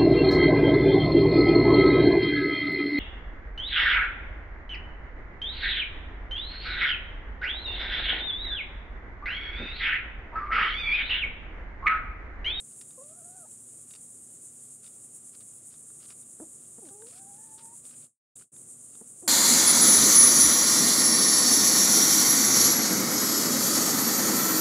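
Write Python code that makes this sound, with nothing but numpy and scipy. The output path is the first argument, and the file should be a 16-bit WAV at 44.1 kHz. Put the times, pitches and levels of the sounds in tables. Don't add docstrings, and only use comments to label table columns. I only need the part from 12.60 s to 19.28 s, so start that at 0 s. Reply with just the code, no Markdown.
import sys
import numpy as np
from scipy import signal
from scipy.fft import rfft, irfft, next_fast_len
from scipy.io import wavfile
from scipy.ndimage import map_coordinates

SR = 44100
rng = np.random.default_rng(int(sys.argv[2]) if len(sys.argv) > 2 else 0)


def to_wav(sig):
    pcm = np.clip(np.atleast_2d(sig), -1, 1) * 32767
    pcm = np.round(pcm).astype(np.int16)
    wavfile.write(sys.argv[1], SR, pcm.T)


N = 294486

# f/Hz, relative spectral level/dB
CHIRR_SPECTRUM = [(4800, -38.5), (5700, -25.5), (6500, -14), (7050, -5), (7700, -5), (7930, -5), (8100, -1),
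                  (8700, -1.5), (9600, -4), (10500, -10), (11300, -19), (12500, -28), (15500, -32.5)]


def amp(db):
    return 10 ** (np.asarray(db) / 20)


def unit(x):
    return x / np.sqrt(np.mean(x ** 2) + 1e-20)


def along(points, hz):
    f, values = np.transpose(points)
    return np.interp(np.log(hz + 1), np.log(f + 1), values)


def clock():
    return np.arange(N) / SR


def span(start, end):
    return np.arange(int(start * SR), int(end * SR)) / SR


def wobble(rate, size=N):
    knots = rng.standard_normal(int(size * rate / SR) + 4)
    return map_coordinates(knots, [np.arange(size) * rate / SR], order=2)


def filtered(x, response):
    size = next_fast_len(N + 8192)
    return irfft(rfft(x, size) * response(np.fft.rfftfreq(size, 1 / SR)), size)[:N]


def coloured(x, spectrum):
    return unit(filtered(x, lambda hz: amp(along(spectrum, hz))))


def yard():
    rumble_spectrum = [(25, -53), (45, -29.5), (75, -8.5), (125, -3.5), (175, -3), (230, -2), (400, -6),
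                       (650, -12.5), (950, -21.5), (1300, -20.5), (2000, -27.5), (5000, -31.5), (7000, -46)]
    hum_lines = [(57, -89.5), (114, -73), (143, -74), (241, -72.5), (1183, -84.5), (1302, -99)]
    air_spectrum = [(1500, -14.5), (4500, -10.5), (8000, 4.5), (15000, -7.5)]  # f/Hz, relative level/dB
    rumble = amp(-64.5 + 0.65 * wobble(7)) * coloured(rng.standard_normal(N), rumble_spectrum)
    air = amp(-70.5) * coloured(rng.standard_normal(N), air_spectrum)
    hum = np.zeros(N)
    for hz, db in hum_lines:
        peak = np.sqrt(2) * amp(db + 1.5 * wobble(5))
        hum += peak * np.sin(2 * np.pi * hz * clock() + 1.27 * wobble(6))
    return rumble + air + hum


def buzz(tilt_db_per_octave, grain_db):
    def response(hz):
        octaves = np.log2(np.clip(hz, 6500, 12000) / 8500)
        return amp(along(CHIRR_SPECTRUM, hz) + tilt_db_per_octave * octaves)
    clicks = rng.standard_normal(N) * amp(grain_db * wobble(600))
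    return unit(filtered(clicks, response))


def insects(sharpness, uneven_db, chorus_db, sway_db):
    # first swell t/s, level at the top of a swell/dB, tilt/(dB per octave)
    singers = [(0.095, -52, 5.5), (0.1, -53.5, -9), (.067, -51, 1.3)]
    swell_rates = [(0, 9.75, 9.05, 10.24), (1.67, 9.73, 8.93, 6.95), (3.34, 9.6, 8.59, 7.85),
                   (5.01, 9.6, 9.16, 8.48), (6.68, 9.83, 7.68, 8.18)]
    whine_bands = [(7116, -69), (8269, -65), (8658, -67), (8860, -67)]
    t = clock()
    times, *rates = np.transpose(swell_rates)
    near = np.zeros(N)
    for (first, db, tilt), rate in zip(singers, rates):
        cycles = np.cumsum(np.interp(t, times, rate)) / SR
        swell = np.abs(np.cos(np.pi * (cycles - np.interp(first, t, cycles)))) ** sharpness
        near += amp(db + uneven_db * wobble(12)) * swell * buzz(tilt, grain_db=1.5)
    chorus = amp(chorus_db + sway_db * wobble(36)) * coloured(rng.standard_normal(N), CHIRR_SPECTRUM)
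    whines = sum(amp(db) * np.real((wobble(60) + 1j * wobble(60)) * np.exp(2j * np.pi * hz * t))
                 for hz, db in whine_bands)
    return near + chorus + whines


def leaves(crackle_db, clump_db, shuffle_db, edge_s):
    tugs = [(.207, 0.023, -64), (1.294, 0.087, -71), (2.223, .067, -67.5), (2.725, 0.04, -67.5),
            (2.797, 0.037, -64.5), (3.098, 0.07, -70), (3.397, 0.071, -63.5), (3.475, 0.058, -62.5),
            (4.241, .071, -71.5), (4.458, .145, -65), (4.975, .056, -65), (5.236, 0.048, -67),
            (5.284, 0.193, -74.5), (5.785, 0.066, -67.5), (6.33, .041, -75)]
    leaf_spectrum = [(600, -21), (1300, 0.5), (1900, -7), (2500, -2.5), (3700, -3.5), (5200, -1),
                     (8000, -13.5), (14000, -18)]
    t = clock()
    effort = sum(amp(db) * np.clip(np.minimum(t - start, start + length - t) / edge_s, 0, 1)
                 for start, length, db in tugs)
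    shuffle = amp(shuffle_db + 4.3 * wobble(16))
    fibres = rng.standard_normal(N) * amp(crackle_db * wobble(1400) + clump_db * np.tanh(wobble(180)))
    return (effort + shuffle) * coloured(fibres, leaf_spectrum)


def ringing(x, modes):
    t = np.arange(SR // 20) / SR
    ring = sum(amp(db) * np.exp(-np.pi * width * t) * np.sin(2 * np.pi * hz * t)
               for hz, width, db in modes)
    return signal.fftconvolve(x, ring / np.abs(ring).max())[:N]


def pecks(crack_s, splinter, knock_hz, knock_width_hz, stray_count):
    strikes = [(.213, -40, -80), (.308, -50.5, -70), (.44, -55.5, -71), (1.309, -43.5, -67),
               (1.338, -39, -59), (1.352, -41.5, -69), (1.36, -42, -73), (2.265, -46.5, -72),
               (2.276, -47.5, -71), (2.808, -52, -71), (3.141, -51, -53.5), (3.303, -58, -56),
               (3.505, -38, -70), (4.288, -46, -49), (4.422, -51, -47), (4.981, -50.5, -67),
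               (5.056, -52.5, -65), (5.253, -44, -68), (5.768, -51.5, -65), (5.812, -57, -55),
               (5.822, -60, -53.5), (5.965, -49, -70), (6.353, -49.5, -55.5)]
    beak_modes = [(2910, 340, 0.5), (3690, 197, 5), (4730, 340, 5.5), (5600, 250, -1), (13700, 4000, 5)]
    stray_beak_db, stray_stalk_db, spread_db = -59, -74, 4
    strays = [(when * N / SR, stray_beak_db + spread_db * force, stray_stalk_db + spread_db * force)
              for when, force in rng.uniform([0, -1], [1, 1], (stray_count, 2))]
    taps = np.zeros((2, N + SR))
    t = np.arange(SR // 50) / SR
    for start, beak_db, stalk_db in strikes + strays:
        tail = rng.standard_normal(len(t)) * np.exp(-t / crack_s)
        crack = (t == 0) + splinter * tail / np.linalg.norm(tail)
        onset = round(start * SR)
        taps[:, onset:onset + len(t)] += np.outer(amp([beak_db, stalk_db]), crack)
    return ringing(taps[0], beak_modes) + ringing(taps[1], [(knock_hz, knock_width_hz, 0)])


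def syrinx(t, pitch, db, slope_db, rough, edge_s, jitter=.01, flutter_db=1.5, rasp=0.77, purity_db=-20):
    throat_response = [(200, -2.5), (420, 2), (620, -8.5), (820, -5), (1080, -12), (1350, -5.5), (1580, -9),
                       (1760, -1), (2300, -21.5), (3500, -15)]
    size = len(t)
    pitch = pitch * (1 + jitter * (1 + 5 * rough) * wobble(168.4, size))
    phase = 2 * np.pi * np.cumsum(pitch) / SR
    voice = np.zeros(size)
    for k in range(1, 19):
        thinning_db = purity_db * max(k - 2, 0) * (pitch / 500) ** 3
        source_db = slope_db * (k - 1) ** 1.06 + thinning_db
        gain = amp(source_db + along(throat_response, k * pitch) - along(throat_response, pitch))
        sidebands = rasp * rough * np.sqrt(k) * wobble(500, size) * np.cos(k * phase)
        voice += gain * (np.sin(k * phase) + sidebands)
    edges = np.clip(np.minimum(t - t[0], t[-1] - t) / edge_s, 0, 1)
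    call = np.sqrt(2) * voice * edges * amp(db + flutter_db * wobble(70.9, size))
    return np.pad(call, (round(t[0] * SR), N))[:N]


def rising_calls(base_rough, glide_rough, quaver_rate, quaver_share, quaver_db):
    # t/s, fundamental f/Hz, level/dB, source slope to the second harmonic/dB
    contours = [
        [(.374, 520, -51, -4), (.41, 526, -51.5, -3.5), (.44, 597.6, -60.5, -9), (.47, 595, -66.5, -13),
         (.51, 626, -61, -14), (.555, 655, -71.5, -3), (.578, 726, -63, -9), (.62, 651, -63.5, -14),
         (.7, 721, -62, -13), (.782, 752, -61, -8.5), (.85, 630, -61.5, -6), (.863, 940, -67, -20),
         (.882, 760, -75, -18)],
        [(4.302, 399, -56, 3.5), (4.338, 402, -57, -0.5), (4.36, 414, -54, -2.5), (4.44, 439, -55.5, -6),
         (4.49, 508, -58, -20), (4.513, 533, -68, -22)],
        [(4.518, 642, -65, -9), (4.555, 735, -65.5, -9), (4.65, 790, -61, -17), (4.75, 809, -62.5, -21),
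         (4.84, 902, -66, -12.5), (4.96, 865, -61, -28), (4.995, 920, -63, -25), (5.06, 888, -57.5, -27),
         (5.15, 950, -64, -26)],
    ]
    out = np.zeros(N)
    for contour in contours:
        times, *columns = np.transpose(contour)
        t = span(times[0], times[-1])
        pitch, db, slope_db = [np.interp(t, times, column) for column in columns]
        octaves_per_s = np.abs(np.gradient(np.log2(pitch))) * SR
        rough = np.minimum(base_rough + glide_rough * octaves_per_s, .5)
        quaver = wobble(quaver_rate, len(t))
        pitch *= 1 + quaver_share * quaver
        out += syrinx(t, pitch, db + quaver_db * quaver, slope_db, rough, edge_s=0.0097)
    return out


def clucks(start_hz, attack_s, onset_db, fade_db, slope_db, base_rough, onset_rough):
    # t/s, duration/s, rise time/s, top f/Hz, end f/Hz, level/dB
    notes = [(3.797, 0.05, 0.031, 347.5, 255, -43), (4.179, 0.021, .01, 240, 205, -51.5),
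             (4.215, .092, .008, 429, 245, -52.5), (6.409, 0.021, 0.019, 247, 215, -47.5),
             (6.621, .062, 0.019, 388, 304, -47)]
    out = np.zeros(N)
    for start, length, rise, top_hz, end_hz, db in notes:
        t = span(start, start + length)
        age = t - start
        opening = np.minimum(age / attack_s, 1)
        sinking = np.clip((age - rise) / (length - rise), 0, 1)
        leap_hz = np.interp(age, [0, rise], [start_hz, top_hz])
        pitch = leap_hz * (end_hz / top_hz) ** (1 - (1 - sinking) ** 1.4)
        level_db = db + onset_db * (1 - opening) + fade_db * (age / length) ** 2
        rough = base_rough + onset_rough * (1 - opening)
        out += syrinx(t, pitch, level_db, slope_db * opening, rough, edge_s=0.0058)
    return out


def reverberation(x, t60_s):
    t = np.arange(SR // 3) / SR
    tail = rng.standard_normal(len(t)) * amp(-60 * t / t60_s) * (t > .004)
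    return signal.fftconvolve(x, tail / np.linalg.norm(tail))[:N]


def scene():
    flock = pecks(crack_s=0.0023, splinter=0.74, knock_hz=1520, knock_width_hz=300, stray_count=12)
    flock += rising_calls(base_rough=.13, glide_rough=0.014,
                          quaver_rate=39.9, quaver_share=.01, quaver_db=1.5)
    flock += clucks(start_hz=189.7, attack_s=.014, onset_db=-9, fade_db=-8, slope_db=-3,
                    base_rough=.1, onset_rough=0.4)
    flock += leaves(crackle_db=4.5, clump_db=3.5, shuffle_db=-83, edge_s=0.0086)
    scattered = amp(-15) * reverberation(flock, t60_s=.18)
    chirr = insects(sharpness=1.63, uneven_db=1.03, chorus_db=-52, sway_db=1.35)
    mono = flock + scattered + chirr + yard()
    return np.array([mono, mono])


def record(dry):
    # fade t/s, return t/s, fade rate/(dB per s), duration of the return/s
    dropouts = [(5.446, 5.754, 377, 0.0048), (5.825, 5.917, 477, .015)]
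    cutoff_hz = 15700
    t, gain = clock(), np.ones(N)
    for start, back, fade_db_per_s, return_s in dropouts:
        fade = amp(-fade_db_per_s * np.maximum(t - start, 0))
        gain *= np.maximum(fade, np.clip((t - back) / return_s, 0, 1))
    return np.array([filtered(channel * gain, lambda hz: hz < cutoff_hz) for channel in dry])


dry = scene()
out = record(dry)
to_wav(out)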